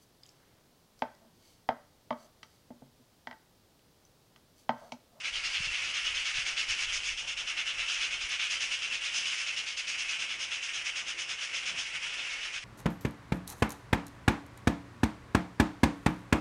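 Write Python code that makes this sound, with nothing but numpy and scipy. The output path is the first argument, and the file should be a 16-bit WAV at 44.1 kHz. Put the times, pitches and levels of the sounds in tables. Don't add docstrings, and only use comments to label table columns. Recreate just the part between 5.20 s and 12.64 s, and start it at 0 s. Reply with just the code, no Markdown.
import sys
import numpy as np
from scipy import signal
from scipy.fft import rfft, irfft
from scipy.io import wavfile
from scipy.ndimage import map_coordinates

SR = 44100
rng = np.random.default_rng(int(sys.argv[2]) if len(sys.argv) > 2 else 0)


def wrap_up_sound(samples):
    columns = np.atleast_2d(samples).T
    tamed = np.clip(columns, -1, 1)
    steps = np.round(tamed * 32767).astype(np.int16)
    wavfile.write(sys.argv[1], SR, steps)


N = 328103
TIME = np.arange(N) / SR
FREQ = np.maximum(np.arange(N // 2 + 1) * SR / N, 1)

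# centre in Hz, width in Hz, lift in dB.
SONG_RESONANCES = [(2210, 97, 4.5), (2520, 32, 3.5), (2708, 29, 5.5), (2925, 40, 4), (3946, 65, 5.5),
                   (4635, 67, 4), (4865, 25, 7.5), (5300, 33, 7), (5488, 23, 7), (5880, 110, 4.5)]


def near_singer():
    # time in seconds, lag in seconds, effort in dB, rib bias in dB.
    delivery = [(0.0, 0.068, -35, -11), (0.45, 0.03, -35, -10.5), (0.8, 0.015, -32, -9.5),
                (1.25, -0.007, -33.5, -7), (1.55, 0.015, -33, -5.5), (2.0, 0.07, -36.5, -5.5),
                (2.5, 0.031, -34, -10.5), (2.75, 0.057, -34.5, -10.5), (3.35, 0.005, -35, -2),
                (3.7, 0.0038, -36, -9), (4.0, 0.016, -32.5, -4), (4.65, -0.012, -36, -6.5),
                (5.25, -0.017, -36, -5), (6.15, 0.018, -37, -4.5), (6.55, 0.071, -31.5, -8),
                (6.78, 0.097, -49.5, -18), (7.0, 0.045, -38, -11), (7.44, 0.09, -39, -6)]
    # time in seconds, extra body in dB, extra ribs in dB, length factor.
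    accents = [(.26, 1.5, 4.5, 0.8), (.35, 4, 2, 0.73), (.45, 0.5, 3.5, 0.69), (.66, -2.5, -1.5, 1.3),
               (1.18, 0, -1, 1.35), (1.4, 1.5, -1, 1.05), (1.76, 0.5, 3.5, 1.13), (1.87, 1, 2, 1.5),
               (2.39, 3, 1, 0.98), (2.72, 0.5, 4.5, 1.9), (2.83, 3, 4, 1.16), (3.15, 2, -2.5, 1.12),
               (3.24, 3, -4, 1.37), (3.33, 2, -0.5, 0.95), (3.43, 1, 0, 1), (3.97, -1.5, 0.5, 1.32),
               (4.07, 0, -2, 1.13), (4.17, -6, -5, 2.2), (4.29, -0.5, -5, 0.86), (4.39, 1.5, 0.5, 0.85),
               (4.59, 0.5, 2, 0.9), (4.7, 0.5, 3.5, 1), (4.81, 0, 3.5, 0.89), (5.12, -1, -4.5, 1.13),
               (5.34, 2, -1, 1.05), (5.68, -2.5, -0.5, 0.92), (6.49, -2.5, -0.5, 1.06), (6.6, 0, 6, 1.1)]
    # frequency in Hz, relative level in dB.
    body_spectrum = [(400, -27), (950, -21.5), (1400, -9), (1950, -8), (2300, -3), (2750, 0), (3100, -2),
                     (3550, -3.5), (3800, -11), (4300, -12), (5500, -43.5)]
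    rib_spectrum = [(3000, -21), (4000, -11.5), (4700, 0.5), (5300, 4.5), (5700, 0.5), (6400, 4),
                    (6900, -1), (7600, -10.5), (8600, -9), (9300, -16.5), (10100, -14), (11000, -56)]
    body_chirp_s, rib_chirp_s = 0.044, 0.038
    body_trim_db, rib_trim_db = -0.03, 1.1
    body_scatter_db, rib_scatter_db = 0.3, 0.6

    times = beats(delivery, period_s=0.107)
    at, _, effort_db, rib_bias_db = np.transpose(delivery)
    body_db = np.interp(times, at, effort_db) + body_scatter_db * np.interp(times, TIME, drift(7.3))
    ribs_db = body_db + np.interp(times, at, rib_bias_db)
    stretch = np.ones(len(times))
    for t, extra_body_db, extra_ribs_db, length_factor in accents:
        nearest = np.argmin(np.abs(times - t))
        body_db[nearest] += extra_body_db
        ribs_db[nearest] += extra_ribs_db
        stretch[nearest] = length_factor

    clicks = tymbal(click_hz=649.9, jitter=0.2, scatter_db=1.3)
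    muscle_phase = wavering_phase(hz=105, spread=0.1125, rate_hz=29.8)
    clicks *= 1 + 0.18 * np.sin(muscle_phase)
    body = colour(leaves(clicks, smear_s=0.0027, direct_db=-5), body_spectrum, SONG_RESONANCES)
    ribs = colour(leaves(clicks, smear_s=0.0027, direct_db=-6), rib_spectrum, SONG_RESONANCES)
    body *= swells(times, body_chirp_s * stretch, body_db + body_trim_db, rise=5.8, fall=2.02)
    ribs *= swells(times, rib_chirp_s * stretch, ribs_db + rib_trim_db, rise=3.6, fall=1.66)
    return body + gain(rib_scatter_db * drift(30)) * ribs


def tymbal(click_hz, jitter, scatter_db):
    cycles = np.cumsum(click_hz * np.exp(jitter * drift(click_hz))) / SR
    clicks = np.diff(np.floor(cycles), prepend=0)
    return unit_rms(clicks * gain(scatter_db * noise()))


def leaves(clicks, smear_s, direct_db):
    energy = signal.lfilter([1], [1, -np.exp(-1 / (smear_s * SR))], clicks ** 2)
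    tails = unit_rms(np.sqrt(energy) * noise())
    return unit_rms(gain(direct_db) * clicks + tails)


def beats(delivery, period_s):
    at, lag_s = np.transpose(delivery)[:2]
    count = (TIME - np.interp(TIME, at, lag_s)) / period_s
    whole = np.arange(np.floor(count[0]), np.ceil(count[-1]) + 1)
    return whole * period_s + np.interp(whole, count, TIME - count * period_s)


def far_chorus():
    # time in seconds, lag in seconds, effort in dB.
    delivery = [(0.0, 0.091, -40), (0.4, 0.029, -35), (0.8, 0.024, -36), (1.2, 0.033, -35),
                (1.7, 0.042, -35), (2.05, 0.083, -42.5), (2.5, 0.031, -35.8), (3.0, 0.042, -39.5),
                (3.4, 0.013, -33.5), (3.8, 0.016, -36.5), (4.2, 0.00086, -34.5), (4.5, 0.019, -42.5),
                (4.9, 0.048, -34.5), (5.3, 0.0095, -41.5), (5.7, 0.0044, -35.5), (6.0, 0.03, -40.5),
                (6.4, 0.034, -37.5), (6.9, -0.0091, -36.5), (7.44, 0.017, -39)]
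    # frequency in Hz, relative level in dB.
    spectrum = [(400, -27.5), (950, -17.5), (1400, -8), (2000, -4.5), (2650, 0.5), (3000, -0.5), (3400, -7),
                (3900, -15.5), (4400, -15), (5300, -11), (6400, -13), (7500, -19), (10000, -25),
                (11000, -41)]
    throb_s, throb_db, floor_db = 0.048, -1.07, -5.5
    clicks = tymbal(click_hz=451.2, jitter=0.35, scatter_db=2)
    rasp = colour(leaves(clicks, smear_s=0.006, direct_db=-12.5), spectrum, SONG_RESONANCES)
    times = beats(delivery, period_s=0.09804)
    throbs = swells(times, [throb_s] * len(times), [throb_db] * len(times), rise=2.15, fall=1.63)
    at, _, effort_db = np.transpose(delivery)
    loudness = gain(np.interp(TIME, at, effort_db) + 0.99 * drift(25))
    return rasp * loudness * np.hypot(throbs, gain(floor_db))


def reflections(direct):
    # delay in seconds, level against the direct sound in dB.
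    echoes = [(.0043, -17.5), (.0097, -10.5), (0.0162, -16)]
    sway_s = 0.000401
    out = direct
    for delay_s, db in echoes:
        position = (TIME - delay_s - sway_s * drift(0.752)) * SR
        out = out + gain(db) * map_coordinates(direct, [position], order=3)
    return out * np.std(direct) / np.std(out)


def shifting_colour(song):
    # time in seconds, lift in dB.
    hollow_lift = [(0, -1.6), (1.7, -2), (2.05, -4), (2.3, 0), (3.7, -3), (5.4, -1.5), (6.1, -0.2),
                   (6.7, -2), (7.4, 0)]
    hiss_lift = [(0, 1), (.27, 7), (.6, 1), (1.5, 2.5), (2, -2), (3.5, .5), (4, -1.5), (4.6, 3), (5.2, -3),
                 (7.4, 0.5)]
    # time in seconds, upward lean in dB.
    tension = [(0, -0.5), (1.85, 0), (2.1, 3), (2.3, -0.5), (2.8, 0.5), (3.3, 0.5), (4, 0.5), (4.9, -.3),
               (6.6, -0.2), (7.4, -1.5)]
    lows = irfft(rfft(song) / (1 + (FREQ / 1900) ** 10), N)
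    hollow = lows * (gain(curve(hollow_lift)) - 1)
    hiss = band(song, hz=4500, width_hz=510) * (gain(curve(hiss_lift)) - 1)
    lean = gain(curve(tension) + 1.13 * drift(12))
    upper = band(song, hz=3100, width_hz=390) * (lean - 1)
    lower = band(song, hz=2160, width_hz=390) * (1 / lean - 1)
    return song + hollow + hiss + upper + lower


def sinking_strains():
    # middle in seconds, length in seconds, pitch in Hz, glide in Hz per second, level in dB.
    strains = [(.49, 0.13, 2695, -400, -38), (2.661, 0.16, 2600, -100, -45), (4.3, 0.063, 2700, -2000, -43),
               (4.88, .19, 2593, -1700, -42.5)]
    roughness = drift(70) + 1j * drift(59)
    out = np.zeros(N)
    for t, length, hz, glide, db in strains:
        phase = 2 * np.pi * np.cumsum(hz + glide * (TIME - t)) / SR
        out += unit_rms((roughness * np.exp(1j * phase)).real) * swells([t], [length], [db])
    return out


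def bees():
    # middle in seconds, length in seconds, wingbeat in Hz, level in dB.
    flights = [(4.95, .45, 239.3, -69), (6.524, 0.056, 164, -60), (6.75, 0.026, 161, -58.5)]
    # harmonic number, relative level in dB.
    harmonics = [(1, 1), (2, -9), (3, -3), (4, -1), (5, -3), (6, -16)]
    out = np.zeros(N)
    for t, length, hz, db in flights:
        phase = wavering_phase(hz, spread=0.0323, rate_hz=39)
        buzz = sum(gain(harmonic_db) * np.sin(k * phase) for k, harmonic_db in harmonics)
        out += unit_rms(buzz) * swells([t], [length], [db])
    return out


def breeze():
    # time in seconds, level in dB.
    strength = [(0, -71), (.5, -64.5), (3.2, -65), (3.6, -69), (6.3, -72), (6.8, -70), (7.44, -65)]
    # start in seconds, length in seconds, level in dB.
    gusts = [(0.112, 0.083, -57), (0.24, .07, -57), (0.365, .15, -55), (0.844, 0.18, -53.5),
             (1.138, 0.1, -52.5), (1.48, 0.04, -48), (1.64, 0.15, -52.5), (1.852, 0.081, -52),
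             (2.58, 0.066, -56), (2.9, 0.096, -60), (3.03, .04, -59)]
    # frequency in Hz, relative level in dB.
    spectrum = [(15, 5), (35, 7), (55, -4.5), (90, -2.5), (150, -44), (300, -22), (700, -68)]
    # middle in seconds, length in seconds, frequency in Hz, level in dB.
    buffets = [(0.406, 0.0045, 118, -40.5), (0.474, 0.0059, 116, -47), (.507, .012, 80, -61),
               (1.188, 0.0052, 105, -46), (1.511, 0.023, 50, -52), (3.055, 0.016, 65, -54)]
    starts, lengths, gust_db = np.transpose(gusts)
    gusting = swells(starts + lengths / 2, lengths, gust_db, rise=4, fall=4.4)
    out = colour(noise(), spectrum) * np.hypot(gain(curve(strength)), gusting)
    for t, length, hz, db in buffets:
        out += unit_rms(np.sin(2 * np.pi * hz * (TIME - t))) * swells([t], [length], [db])
    return out


def stirrings():
    # frequency in Hz, level in dB, seconds to fade by 60 dB.
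    knock_modes = [(342, -59, 0.88), (426, -58, 0.26), (524, -61, 0.29)]
    # middle in seconds, length in seconds, level in dB.
    ticks = [(3.094, 0.0025, -49)]
    rustles = [(6.553, 0.088, -54.5)]
    # frequency in Hz, relative level in dB.
    rustle_spectrum = [(50, -5), (110, -3), (200, -3), (400, -8), (750, -6), (1500, -14)]
    knock_start_s = 5.945
    age = np.maximum(TIME - knock_start_s, 0)
    knock = sum(gain(db - 60 * age / t60) * np.sin(2 * np.pi * hz * age) for hz, db, t60 in knock_modes)
    tick = unit_rms(band(noise(), hz=9800, width_hz=890)) * swells(*np.transpose(ticks))
    rustle = colour(noise(), rustle_spectrum) * swells(*np.transpose(rustles))
    return tick + knock + rustle


def garden_air():
    # pitch in Hz, mean level in dB.
    hums = [(341, -79), (539, -73), (761, -89)]
    # frequency in Hz, relative level in dB.
    spectrum = [(20, -3), (100, -0.5), (240, -5), (450, -2.5), (800, -0.5), (1500, -0.5), (4000, -9),
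                (11000, -29.5)]
    air_db = -57.5
    out = np.zeros(N)
    for hz, db in hums:
        loudness = gain(db + 2 * drift(5.9))
        out += loudness * unit_rms(np.sin(wavering_phase(hz, spread=0.01805, rate_hz=19.6)))
    return out + colour(noise(), spectrum) * gain(air_db + 2.4 * drift(9.2))


def gain(db):
    return 10 ** (np.asarray(db) / 20)


def unit_rms(x):
    return x / np.sqrt(np.mean(x ** 2))


def curve(rows):
    return np.interp(TIME, *np.transpose(rows))


def noise():
    return rng.standard_normal(N)


def drift(rate_hz):
    return unit_rms(irfft(rfft(noise()) * np.exp(-(FREQ / rate_hz) ** 2), N))


def wavering_phase(hz, spread, rate_hz):
    return 2 * np.pi * np.cumsum(hz * (1 + spread * drift(rate_hz))) / SR


def band(x, hz, width_hz):
    return irfft(rfft(x) * np.exp(-((FREQ - hz) / width_hz) ** 2), N)


def colour(x, spectrum, resonances=()):
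    hz, db = np.transpose(spectrum)
    gain_db = np.interp(np.log(FREQ), np.log(hz), db)
    for centre, width, lift in resonances:
        gain_db += lift / (1 + (2 * (FREQ - centre) / width) ** 2)
    skirts = 1 / (1 + (hz[0] / 2 / FREQ) ** 2) / (1 + (FREQ / hz[-1] / 2) ** 2)
    return unit_rms(irfft(rfft(x) * gain(gain_db) * skirts, N))


def swells(times, lengths, levels_db, rise=2, fall=2):
    power = np.zeros(N)
    for t, length, db in zip(times, lengths, levels_db):
        near = slice(*np.searchsorted(TIME, [t - 2 * length, t + 2 * length]))
        offset = 2 * (TIME[near] - t) / length
        squareness = np.where(offset < 0, rise, fall)
        power[near] += gain(db) ** 2 * 0.5 ** (np.abs(offset) ** squareness)
    return np.sqrt(power)


def scene():
    song = shifting_colour(reflections(near_singer() + far_chorus()))
    return (song + sinking_strains() + bees() + garden_air() + breeze() + stirrings())[None]


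def record(dry):
    top_hz = 10700
    return signal.sosfilt(signal.ellip(8, 0.2, 70, top_hz, fs=SR, output="sos"), dry)


dry = scene()
out = record(dry)
wrap_up_sound(out)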